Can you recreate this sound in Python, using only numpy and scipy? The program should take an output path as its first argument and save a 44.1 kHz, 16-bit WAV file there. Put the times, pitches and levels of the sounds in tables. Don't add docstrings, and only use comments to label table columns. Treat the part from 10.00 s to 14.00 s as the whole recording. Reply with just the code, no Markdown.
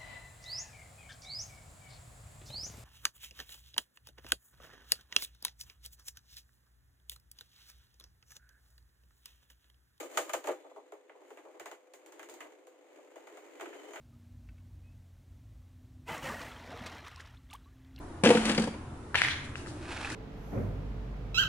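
import sys
import numpy as np
from scipy import signal
from scipy.fft import rfft, irfft
from scipy.io import wavfile
from scipy.ndimage import map_coordinates

SR = 44100
rng = np.random.default_rng(int(sys.argv[2]) if len(sys.argv) > 2 else 0)


def to_wav(s):
    ch = np.atleast_2d(s).T
    pcm = np.round(np.clip(ch, -1, 1) * 32767)
    wavfile.write(sys.argv[1], SR, pcm.astype(np.int16))


N = 176400

# (from [Hz], to [Hz], attack [s], base t60 [s], base room tail [dB], L/R likeness [0-1], L-R [dB])
REGISTERS = [(291, 558, 0.0088, 0.11, -20.5, 0.86, 0.5), (600, 1140, 0.00022, 0.11, -2.5, 0.79, 0),
             (1162, 3370, 0.00081, 0.095, -2.5, 0.52, -1.5), (3430, 23500, 0.000097, 0.061, 2, 0.11, -1.5)]
# (frequency [Hz], gain [dB])
PLASTIC_COLOUR = [(250, 0), (320, 1), (600, 2.5), (1250, -6), (2200, -8.5), (2650, -13), (3300, -16),
                  (5400, -24), (6150, -21), (6500, -12), (7100, -12), (7800, -18), (10000, -25),
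                  (13500, -27.5), (15000, -22.5)]
# (frequency [Hz], gain [dB])
AIR_COLOUR = [(250, -2.5), (350, 4.5), (550, 9.5), (900, -3.5), (1500, -15), (3000, -16.5), (5200, -25),
              (6100, -20.5), (6900, -29.5), (8200, -19.5), (13000, -53), (15200, -24.5)]
# (time [s], level [dB])
SLIDE_LEVELS = [(0, -40.5), (.04, -45), (.09, -55.5), (.15, -45.5), (.17, -41.5), (.24, -48.5), (.28, -53),
                (.38, -49.5), (.425, -78), (.46, -45.5), (.52, -53), (.6, -84)]
# (frequency [Hz], gain [dB])
SLIDE_COLOUR = [(250, 2.5), (600, -2.5), (1200, -4.5), (2500, 1), (7000, 3.5), (15000, 5)]
# (frequency [Hz], t60 [s], gain [dB])
TRAY_MODES = [(358, 0.19, -1), (511, 0.13, 2.5), (589, 0.057, 1), (668, 0.052, -6), (791, .25, 3.5),
              (1156, 0.1, -5), (1225, 0.045, 4.5), (1550, 0.077, -4), (3000, 0.067, 3), (6700, 0.24, -8)]
# (time [s], level [dB])
RUB_LEVELS = [(.55, -55.5), (.88, -62.5), (1.06, -66), (1.25, -60), (1.53, -58.5), (1.68, -61), (1.89, -64),
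              (2.14, -56.5), (2.24, -56), (2.46, -54), (2.62, -62), (2.83, -61.5), (2.94, -57), (3.12, -59),
              (3.22, -54.5), (3.5, -54), (3.63, -48.5), (3.9, -49), (3.96, -49.5), (4, -50)]
# (frequency [Hz], gain [dB])
RUB_COLOUR = [(250, 5), (450, 3.5), (900, 0.5), (1400, 0), (2500, 2.5), (3400, 1.5), (6800, -0.5),
              (15000, -3)]
# (frequency [Hz], t60 [s], gain [dB])
CORNER_MODES = [(340.6, 0.036, -2), (415, 0.24, 5), (2005, 0.11, 0), (2150, 0.13, -4.5), (3004, 0.14, 3)]
# (time [s], body [dB], low mids [dB], high mids [dB], treble [dB])
TRAY_HITS = [(.029, -49, -52, -70, -59), (.1728, -40.5, -34.5, -31.5, -33), (.2932, -77, -46.5, -43.5, -49),
             (.334, -48, -35.5, -39, -38), (.339, -41.5, -43, -43, -68), (.441, -46.5, -48.5, -51.5, -56),
             (.4715, -37, -38, -44.5, -48), (.485, -38, -39, -48.5, -52.5), (.495, -39.5, -46, -47.5, -73),
             (.516, -50.5, -47, -53.5, -60)]
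# (time [s], level before filtering [dB])
BASS_BURSTS = [(0.171, -31), (.333, -27.5), (0.47, -32), (1.597, -30.5), (2.296, -39)]
# (time [s], rise [s], level [dB])
SCUFFS = [(0.644, 0.0076, -50.5), (0.713, 0.0037, -54), (0.777, 0.0066, -53), (.931, .009, -57),
          (1.146, .016, -59.5), (1.219, 0.0034, -55.5), (1.45, 0.013, -53.5), (1.542, 0.012, -57),
          (2.45, 0.0064, -54.5), (2.985, 0.0039, -56)]
# (time [s], body [dB], low mids [dB], high mids [dB], treble [dB])
FINGER_HITS = [(.761, -55, -50.5, -75, -73), (.9205, -49.5, -51, -60, -65), (1.0945, -61, -59, -58.5, -79),
               (1.304, -52, -56, -61, -66), (1.372, -84, -58.5, -58.5, -69),
               (1.597, -52, -52.5, -51.5, -54.5), (1.6575, -60, -48.5, -50.5, -53),
               (1.7134, -55, -51.5, -53.5, -57), (1.9362, -60.5, -60, -61.5, -58),
               (2.061, -60, -63, -66, -60.5), (2.122, -86, -61.5, -62.5, -61.5),
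               (2.194, -57, -54, -52, -59), (2.229, -63, -62.5, -55.5, -58.5),
               (2.287, -56.5, -60, -60, -61.5), (2.297, -67, -59, -82, -54.5),
               (2.339, -67, -58.5, -69, -57), (2.405, -64, -55, -48, -56), (2.669, -58, -61, -68, -65.5),
               (3.1576, -53.5, -52.5, -61, -65), (3.271, -82, -58, -58.5, -64),
               (3.371, -72, -56.5, -58.5, -62.5), (3.597, -56.5, -53.5, -52.5, -63),
               (3.609, -50, -48, -47.5, -54), (3.657, -48.5, -57, -51.5, -67), (3.728, -72, -64, -55, -78),
               (3.934, -80, -51, -55, -59), (3.958, -83, -51.5, -47.5, -57)]
# (peak time [s], Gaussian sigma [s], frequency [Hz],
# bandwidth [Hz], level [dB])
SQUEAKS = [(3.83, .15, 3055, 110, -67), (3.941, .014, 6600, 350, -58)]

TIME_S = np.arange(N) / SR


def undb(db):
    return 10 ** (np.asarray(db) / 20)


def unit(x):
    return x / np.sqrt(np.mean(x ** 2) + 1e-30)


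def decay(age_s, t60_s):
    return np.exp(-np.log(1000) * age_s / t60_s)


def curve(points):
    time_s, db = np.array(points).T
    return undb(np.interp(TIME_S, time_s, db))


def swell(start_s, rise_s):
    age = np.maximum(TIME_S - start_s, 0) / rise_s
    return np.sqrt(age * np.exp(1 - age))


def colour(x, points, size=2048):
    hz, db = np.array(points).T
    bins_hz = np.arange(size // 2 + 1) * SR / size
    gain = undb(np.interp(np.log(bins_hz + 1), np.log(hz), db))
    cepstrum = irfft(np.log(gain))
    cepstrum[1:size // 2] *= 2
    cepstrum[size // 2 + 1:] = 0
    impulse = irfft(np.exp(rfft(cepstrum)))
    return signal.fftconvolve(x, impulse[None], axes=1)[:, :x.shape[1]]


def band(x, edges_hz, kind, order):
    return signal.sosfilt(signal.butter(order, edges_hz, kind, fs=SR, output="sos"), x)


def noise_pair(n, likeness):
    mid, side = rng.standard_normal((2, n))
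    return np.sqrt(1 + likeness) * mid + np.sqrt(1 - likeness) * np.array([side, -side])


def wide_noise(split_hz=1500):
    lows = band(noise_pair(N, likeness=0.56), split_hz, "low", order=2)
    highs = band(noise_pair(N, likeness=0.14), split_hz, "high", order=2)
    return lows + highs


def shell(x, modes):
    out = x.copy()
    for hz, t60_s, db in modes:
        width_hz = np.log(1000) / (np.pi * t60_s)
        resonator = signal.iirpeak(hz, hz / width_hz, fs=SR)
        out += undb(db) * signal.lfilter(*resonator, x + 1e-18)
    return colour(out, PLASTIC_COLOUR)


def friction(modes, catches_per_s, spread_db, catch_s):
    caught = rng.random(N) < catches_per_s / SR
    size = np.minimum(rng.exponential(size=N), 3)
    catches = caught * undb(spread_db * size) ** 2
    energy = signal.lfilter([1], [1, -np.exp(-1 / (catch_s * SR))], catches)
    return shell(wide_noise() * np.sqrt(energy / energy.mean() + 1), modes)


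def contacts(hits, modes, t60_scale, crack_db, room_offset_db):
    crack_s, crack_corner_hz = 0.0023, 1730
    room_rise_s, room_t60_s = 0.0034, 0.22
    n, level_window = SR // 3, int(0.024 * SR)
    age_s = np.arange(n) / SR
    room_envelope = (1 - np.exp(-age_s / room_rise_s)) * decay(age_s, room_t60_s)
    out = np.zeros((2, N + n))
    for start_s, *levels_db in hits:
        start = int(start_s * SR)
        for db, register in zip(levels_db, REGISTERS):
            low_hz, high_hz, attack_s, t60_s, tail_db, likeness, pan_db = register
            crack = undb(crack_db) * min(low_hz / crack_corner_hz, 1) ** 2 * np.exp(-age_s / crack_s)
            envelope = (1 - np.exp(-age_s / attack_s)) * (decay(age_s, t60_s * t60_scale) + crack)
            direct = noise_pair(n, likeness) * envelope
            room = noise_pair(n, likeness / 2) * undb(tail_db + room_offset_db) * room_envelope
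            hit = shell(direct + room, modes)
            hit = band(hit, [low_hz, min(high_hz, SR / 2 - 1)], "band", order=3)
            hit *= undb([[pan_db / 2], [-pan_db / 2]])
            onset_rms = np.sqrt(np.mean(hit[:, :level_window] ** 2))
            out[:, start:start + n] += hit * undb(db) / onset_rms
    return out[:, :N]


def room_tone(air_db=-69.5, hum_hz=507, hum_db=-68, waver_hz=2.4):
    waver_rad = 1.53 * unit(band(rng.standard_normal(N), waver_hz, "low", order=2))
    hum = np.sqrt(2) * np.sin(2 * np.pi * hum_hz * TIME_S + waver_rad)
    air = unit(colour(wide_noise(), AIR_COLOUR))
    return air * undb(air_db) + hum * undb(hum_db)


def tray_slide():
    scrape = friction(TRAY_MODES, catches_per_s=400, spread_db=4.5, catch_s=0.0036)
    sliding = TIME_S < SLIDE_LEVELS[-1][0]
    return unit(colour(scrape, SLIDE_COLOUR)) * curve(SLIDE_LEVELS) * sliding


def finger_rub():
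    rub = friction(CORNER_MODES, catches_per_s=160, spread_db=2.0, catch_s=0.004)
    return unit(colour(rub, RUB_COLOUR)) * curve(RUB_LEVELS)


def tray_clacks():
    return contacts(TRAY_HITS, TRAY_MODES, t60_scale=0.89, crack_db=-4.5, room_offset_db=-8)


def bass_bursts(cutoff_hz=162, t60_s=0.15):
    envelope = sum(undb(db) * (TIME_S >= start_s) * decay(np.abs(TIME_S - start_s), t60_s)
                   for start_s, db in BASS_BURSTS)
    rumble = unit(band(wide_noise(), cutoff_hz, "low", order=1))
    return band(rumble * envelope, cutoff_hz, "low", order=10)


def metal_ring(start_s=0.475, partials_hz=(3494, 3524, 4026), partial_db=-77.5, t60_s=2.4):
    age_s = np.maximum(TIME_S - start_s, 0)
    partials = sum(np.sin(2 * np.pi * hz * age_s) for hz in partials_hz)
    return undb(partial_db) * partials * decay(age_s, t60_s)


def skin_scuffs(scuff_band_hz=(340, 1160), brush_from_hz=6000, brush_db=-74):
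    hiss = colour(wide_noise(), PLASTIC_COLOUR)
    dull = unit(band(hiss, scuff_band_hz, "band", order=3))
    airy = unit(band(hiss, brush_from_hz, "high", order=2))
    strokes = sum(undb(db) * swell(start_s, rise_s) for start_s, rise_s, db in SCUFFS)
    return dull * strokes + airy * undb(brush_db) * swell(start_s=1.262, rise_s=0.04)


def finger_knocks():
    return contacts(FINGER_HITS, CORNER_MODES, t60_scale=0.64, crack_db=7, room_offset_db=-0.5)


def squeaks():
    out = np.zeros((2, N))
    for peak_s, sigma_s, hz, width_hz, db in SQUEAKS:
        slip = np.exp(-0.5 * ((TIME_S - peak_s) / sigma_s) ** 2)
        resonance = band(wide_noise(), [hz - width_hz / 2, hz + width_hz / 2], "band", order=2)
        out += unit(resonance) * slip * undb(db)
    return out


def scene(right_lag_s=0.00008, left_louder_db=1):
    left, right = (room_tone() + tray_slide() + finger_rub() + tray_clacks() + bass_bursts()
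                   + metal_ring() + skin_scuffs() + finger_knocks() + squeaks())
    right = map_coordinates(right, [np.arange(N) - right_lag_s * SR], mode="nearest")
    return np.array([left * undb(left_louder_db / 2), right * undb(-left_louder_db / 2)])


def record(dry, low_cut_hz=275, bass_leak_db=-37.5, top_hz=15450):
    passed = band(dry, low_cut_hz, "high", order=16)
    leak = undb(bass_leak_db) * band(dry, low_cut_hz, "low", order=2)
    top_cut = signal.ellip(10, 0.2, 80, top_hz, fs=SR, output="sos")
    return signal.sosfilt(top_cut, passed + leak)


dry = scene()
out = record(dry)
to_wav(out)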